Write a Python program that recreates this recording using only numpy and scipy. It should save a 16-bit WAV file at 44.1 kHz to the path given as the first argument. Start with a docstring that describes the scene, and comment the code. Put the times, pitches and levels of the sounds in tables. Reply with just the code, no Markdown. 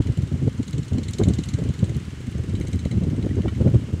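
"""Gusts buffet the microphone on a windy beach, over a steady wash of surf.
Something light, probably spinning in the wind nearby, rubs once a turn: a dry puttering that
swells twice and slows down. Fine ticks, probably blown sand, strike close by.
Near the end come a faint squeak and one light wooden knock."""
import sys
import numpy as np
from scipy import signal
from scipy.fft import rfft, irfft
from scipy.io import wavfile
from scipy.ndimage import uniform_filter1d

SR = 44100
rng = np.random.default_rng(int(sys.argv[2]) if len(sys.argv) > 2 else 0)


def wav_out(sig):
    """Save sig, one row per channel (or a flat mono array), as 16-bit PCM at SR to the path in sys.argv[1]."""
    wavfile.write(sys.argv[1], SR, np.round(np.clip(np.atleast_2d(sig).T, -1, 1) * 32767).astype(np.int16))


N = 176400
TIME = np.arange(N) / SR


def from_db(db):
    """Decibels to gain."""
    return 10 ** (np.asarray(db) / 20)


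def rms_one(x):
    """Scale to unit rms."""
    return x / np.sqrt(np.mean(x ** 2) + 1e-20)


def evened(x, seconds):
    """Ride the level of a noise so that it stays near rms 1 over short stretches."""
    size = max(int(seconds * SR), 2)
    power = uniform_filter1d(uniform_filter1d(rms_one(x) ** 2, size), size)
    return rms_one(x) / np.sqrt(power + 1e-3)


def in_time(rows):
    """Draw an automation curve through (time_s, value) rows."""
    return np.interp(TIME, *np.transpose(rows))


def at_hz(spectrum, hz):
    """Read (freq_hz, level_db) rows on a log-frequency axis."""
    freq_hz, level_db = np.transpose(spectrum)
    return np.interp(np.log(hz), np.log(freq_hz), level_db)


def band(x, low_hz, high_hz):
    """Gentle band-pass."""
    return signal.sosfilt(signal.butter(2, [low_hz, high_hz], "band", fs=SR, output="sos"), x + 1e-18)


def noise_band(low_hz, high_hz):
    """A steady band of noise at rms 1."""
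    return rms_one(band(rng.standard_normal(N + SR // 2), low_hz, high_hz)[-N:])


def resonate(x, hz, width_hz):
    """Pass a signal through one resonance."""
    radius = np.exp(-np.pi * width_hz / SR)
    return signal.lfilter([1, 0, -1], [1, -2 * radius * np.cos(2 * np.pi * hz / SR), radius ** 2], x)


def clicks(rows):
    """One impulse for each (start_s, level_db) row."""
    start_s, level_db = np.transpose(rows)
    impulses = np.zeros(N)
    impulses[(start_s * SR).astype(int)] = from_db(level_db)
    return impulses


def wind(chop_db=4, flutter_db=3.5, eddy_hz=320, swing_per_octave=0.3):
    """Choppy gusts hit the microphone: deep thumps, and spurts of small eddies, brighter when strong."""
    # Strength of the deep buffeting: time_s, level_db
    deep_gusts = [(0.0, -3.5), (0.04, -31), (0.1, -13), (0.14, -43), (0.18, -20.5), (0.26, -22.5),
                  (0.29, -47), (0.32, -19), (0.41, -27), (0.46, -13), (0.54, -40), (0.6, -18),
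                  (0.65, -37.5), (0.78, -20), (0.89, -40.5), (0.91, -22.5), (0.97, -16), (1.02, -28.5),
                  (1.11, -25.5), (1.16, -35), (1.19, -21.5), (1.3, -11), (1.35, -27), (1.39, -19),
                  (1.43, -27.5), (1.51, -29.5), (1.54, -17.5), (1.56, -26.5), (1.7, -18), (1.74, -38.5),
                  (1.83, -17), (1.87, -27.5), (1.97, -22), (2.02, -32), (2.25, -33), (2.27, -22),
                  (2.31, -34), (2.41, -19), (2.45, -34.5), (2.51, -20), (2.53, -21), (2.73, -26.5),
                  (2.76, -17.5), (2.83, -31.5), (2.86, -17.5), (2.9, -32.5), (2.95, -14.5), (2.99, -20.5),
                  (3.33, -23), (3.39, -17.5), (3.42, -24), (3.46, -20), (3.51, -27.5), (3.68, -12.5),
                  (3.71, -23.5), (3.75, -9.5), (3.79, -23.5), (3.91, -32.5), (3.94, -20), (4.0, -29)]
    # Strength of the small eddies: time_s, level_db
    small_gusts = [(0.0, -38), (0.03, -59), (0.09, -28.5), (0.13, -56), (0.18, -40.5), (0.3, -46),
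                   (0.32, -28.5), (0.34, -56), (0.37, -31), (0.39, -46), (0.48, -27.5), (0.51, -59),
                   (0.61, -42), (0.69, -55.5), (0.79, -32), (0.81, -60), (0.99, -32), (1.02, -45),
                   (1.18, -49), (1.2, -13.5), (1.24, -39), (1.3, -23.5), (1.34, -51), (1.39, -39),
                   (1.44, -52), (1.57, -52), (1.59, -30.5), (1.63, -42), (1.67, -33.5), (1.74, -47.5),
                   (1.86, -35.5), (2.1, -52), (2.37, -46), (2.39, -35.5), (2.43, -42), (2.78, -42),
                   (2.81, -66), (2.86, -30), (2.88, -55), (2.95, -33.5), (3.0, -45), (3.01, -34),
                   (3.2, -38), (3.27, -29), (3.33, -47), (3.38, -23), (3.42, -50), (3.44, -24), (3.55, -52),
                   (3.59, -30.5), (3.69, -25), (3.71, -42), (3.74, -21.5), (3.78, -46.5), (3.98, -39),
                   (4.0, -63)]
    # Tone of the buffeting: freq_hz, density_db
    spectrum = [(25, -22), (35, -35), (50, -17), (70, 1), (105, 4.5), (160, -5), (250, -9.5), (350, -10.5),
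                (480, -23), (680, -47.5), (950, -51.5), (1400, -58.5)]
    chop = chop_db * evened(noise_band(11, 26), 0.049)
    flutter = flutter_db * noise_band(26, 90)
    # A floor keeps the lulls alive; the offset puts a firm gust at 0 dB.
    deep_db = np.maximum(in_time(deep_gusts), -34) + 20.5 + chop
    small_db = np.maximum(in_time(small_gusts), -51) + 33 + chop + flutter
    edges_hz = 25 * 2 ** (np.arange(13) / 2)  # half octaves
    deep, small = 0, 0
    for low, high in zip(edges_hz, edges_hz[1:]):
        hz = np.sqrt(low * high)
        eddies = from_db(at_hz(spectrum, hz)) * np.sqrt(high - low) * noise_band(low, high)
        if hz < eddy_hz:
            deep += eddies
        else:
            small += eddies * from_db(np.log2(hz / eddy_hz) * swing_per_octave * small_db)
    thumps = band(from_db(deep_db - 22) * evened(deep, 0.022), 42, 2000)
    spurts = from_db(small_db - 35) * evened(small, 0.013)
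    return thumps + spurts


def surf(gain_db=-51):
    """Distant waves blur into a smooth wash that swells slowly."""
    # Tone of the surf: freq_hz, density_db
    spectrum = [(30, -2), (90, 3), (250, -15), (500, -5), (900, -0.5), (1300, 2), (1700, 2), (2100, 1),
                (2550, -1), (2990, 2), (3400, -2.5), (4000, -5), (5000, -7), (7400, -7.5), (9000, -12.5),
                (12900, -28.5), (15500, -25)]
    # Rise and fall of the surf: time_s, level_db
    swell = [(0, 1), (.6, -0.2), (1.4, 2), (2, 1.5), (3, 0), (3.5, 0.5), (4, 0.5)]
    hz = np.maximum(np.arange(N // 2 + 1) * SR / N, 1)
    wash = irfft(rfft(rng.standard_normal(N)) * from_db(at_hz(spectrum, hz)), N)
    wash /= np.std(band(wash, 1000, 9000))  # the hiss sets the level
    return wash * from_db(gain_db + in_time(swell))


def spinner(gain_db=-36, rub_width_s=0.0021, tail_db=-5.5, tail_s=0.018, shimmer_db=3):
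    """Once a turn a short dry rub excites the resonances; nearby surfaces add a brief tail."""
    # Speed of the spin: time_s, turns_per_s
    spin = [(0, 19.636), (0.6, 19.76), (1.65, 19.875), (2.1, 18.687), (2.6, 16.906), (3.3, 15.522),
            (4, 15.247)]
    # How hard it rubs: time_s, level_db
    rub_strength = [(.02, -45), (.07, -42), (.12, -47), (.23, -45), (.33, -50), (.58, -49), (.63, -41),
                    (.73, -35.5), (.83, -43), (.98, -40.5), (1.04, -36), (1.19, -31), (1.34, -34),
                    (1.54, -35), (1.59, -41), (1.69, -44), (1.84, -40), (1.95, -44), (2.02, -50),
                    (2.16, -54), (2.27, -49), (2.44, -50), (2.5, -44), (2.73, -37), (2.79, -39.5),
                    (2.91, -38.5), (2.98, -47), (3.16, -50), (3.23, -45), (3.29, -50), (3.62, -49),
                    (3.72, -46), (3.85, -56)]
    # Resonances of its body: pitch_hz, width_hz, fast_db, slow_db, swing (dB per dB of rub)
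    modes = [(2108, 320, -9.5, -4.5, 0.56), (3007, 440, -9.5, -8.5, 0.57), (3590, 430, -9, -18, 0.96),
             (3984, 290, -6, -2.5, 1), (4305, 420, -8, -13, 0.88), (5640, 780, -10.5, -13, 1.03),
             (6320, 340, -11.5, -7.5, 0.9), (6490, 320, -11, -24, 0.81), (7000, 270, -6.5, -12, 1.02),
             (7600, 110, -9, -11.5, 0.94), (8070, 1500, -9, -7.5, 0.83), (9830, 300, -16.5, -19, 1.3),
             (11150, 1900, -18, -18, 0.72)]
    speed = in_time(spin)
    turns = 0.574 + np.cumsum(speed) / SR
    since_rub_s = (turns - np.round(turns)) / speed  # negative just ahead of a rub
    rub = np.exp(-0.5 * (since_rub_s / rub_width_s) ** 2)
    tail = from_db(tail_db) * (since_rub_s > 0) * np.exp(-np.abs(since_rub_s) / tail_s)
    force_db = in_time(rub_strength) + 31.5  # near 0 at the hardest rub
    slowness = np.interp(speed, [18, 19.8], [1, 0])
    body = 0
    for hz, width_hz, fast_db, slow_db, swing in modes:
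        ringing = resonate(rng.standard_normal(N), hz, width_hz)
        ringing = evened(resonate(ringing, hz, width_hz), 0.0056)  # twice, for steeper skirts
        tone_db = fast_db + slowness * (slow_db - fast_db)
        shimmer = shimmer_db * evened(noise_band(4.7, 14), 0.11)
        body += ringing * from_db(tone_db + swing * force_db + shimmer)
    return from_db(gain_db) * band(np.hypot(rub, tail) * body, 1670, 10800)


def sand(grains_per_s=40, faint_db=-49, spread_db=3, rise_s=0.0005, decay_s=0.0015):
    """Grains strike in a few clear ticks and a sprinkle of faint ones, each a tiny bright crack."""
    # The clear grain hits: start_s, level_db
    ticks = [(.174, -37), (.709, -32), (1.110, -31), (1.458, -36), (1.967, -34.5), (2.052, -45),
             (2.207, -42), (2.269, -40), (2.316, -40), (2.600, -36), (2.683, -35), (2.759, -36),
             (3.701, -39)]
    lands = rng.random(N) < grains_per_s / SR
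    sprinkle = lands * from_db(faint_db + spread_db * np.clip(rng.standard_normal(N), -2, 2))
    hits = clicks(ticks) + sprinkle + 1e-18
    decays = signal.lfilter([1], [1, -np.exp(-1 / (decay_s * SR))], hits)
    envelope = uniform_filter1d(decays, int(rise_s * SR))
    return band(envelope * rng.standard_normal(N), 4500, 10500)


def squeak(peak_s=3.311, pitch_hz=1930, width_s=0.004, level_db=-39):
    """One faint, very short squeak on a pure tone."""
    envelope = np.exp(-((TIME - peak_s) / width_s) ** 2)
    return from_db(level_db) * envelope * np.sin(2 * np.pi * pitch_hz * TIME)


def knock():
    """Two light touches, close enough to make one knock, ring the modes of a wooden pole."""
    # Touches on the pole: start_s, level_db
    touches = [(3.482, -39), (3.491, -45)]
    # Modes of the wood: pitch_hz, level_db, t60_s
    modes = [(1120, -7, 0.084), (1380, 5, .045), (1917, 0, 0.074), (2280, -0.5, 0.14), (3000, 6, 0.022),
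             (3550, -4, 0.027)]
    strikes = clicks(touches) + 1e-18
    wood = 0
    for pitch_hz, level_db, t60_s in modes:
        radius = from_db(-60 / (t60_s * SR))
        angle = 2 * np.pi * pitch_hz / SR
        ring = signal.lfilter([0, np.sin(angle)], [1, -2 * radius * np.cos(angle), radius ** 2], strikes)
        wood += from_db(level_db) * ring
    return wood


def scene():
    """All sources at one microphone."""
    return (wind() + surf() + spinner() + sand() + squeak() + knock())[None]


def record(dry, fade_s=0.006, cutoff_hz=15600):
    """A quick fade-in and a steep cut of the very top."""
    fade_in = np.sin(np.pi / 2 * np.minimum(TIME / fade_s, 1)) ** 2
    low_pass = signal.ellip(12, 0.1, 80, cutoff_hz, fs=SR, output="sos")
    return signal.sosfilt(low_pass, dry * fade_in)


dry = scene()
out = record(dry)
wav_out(out)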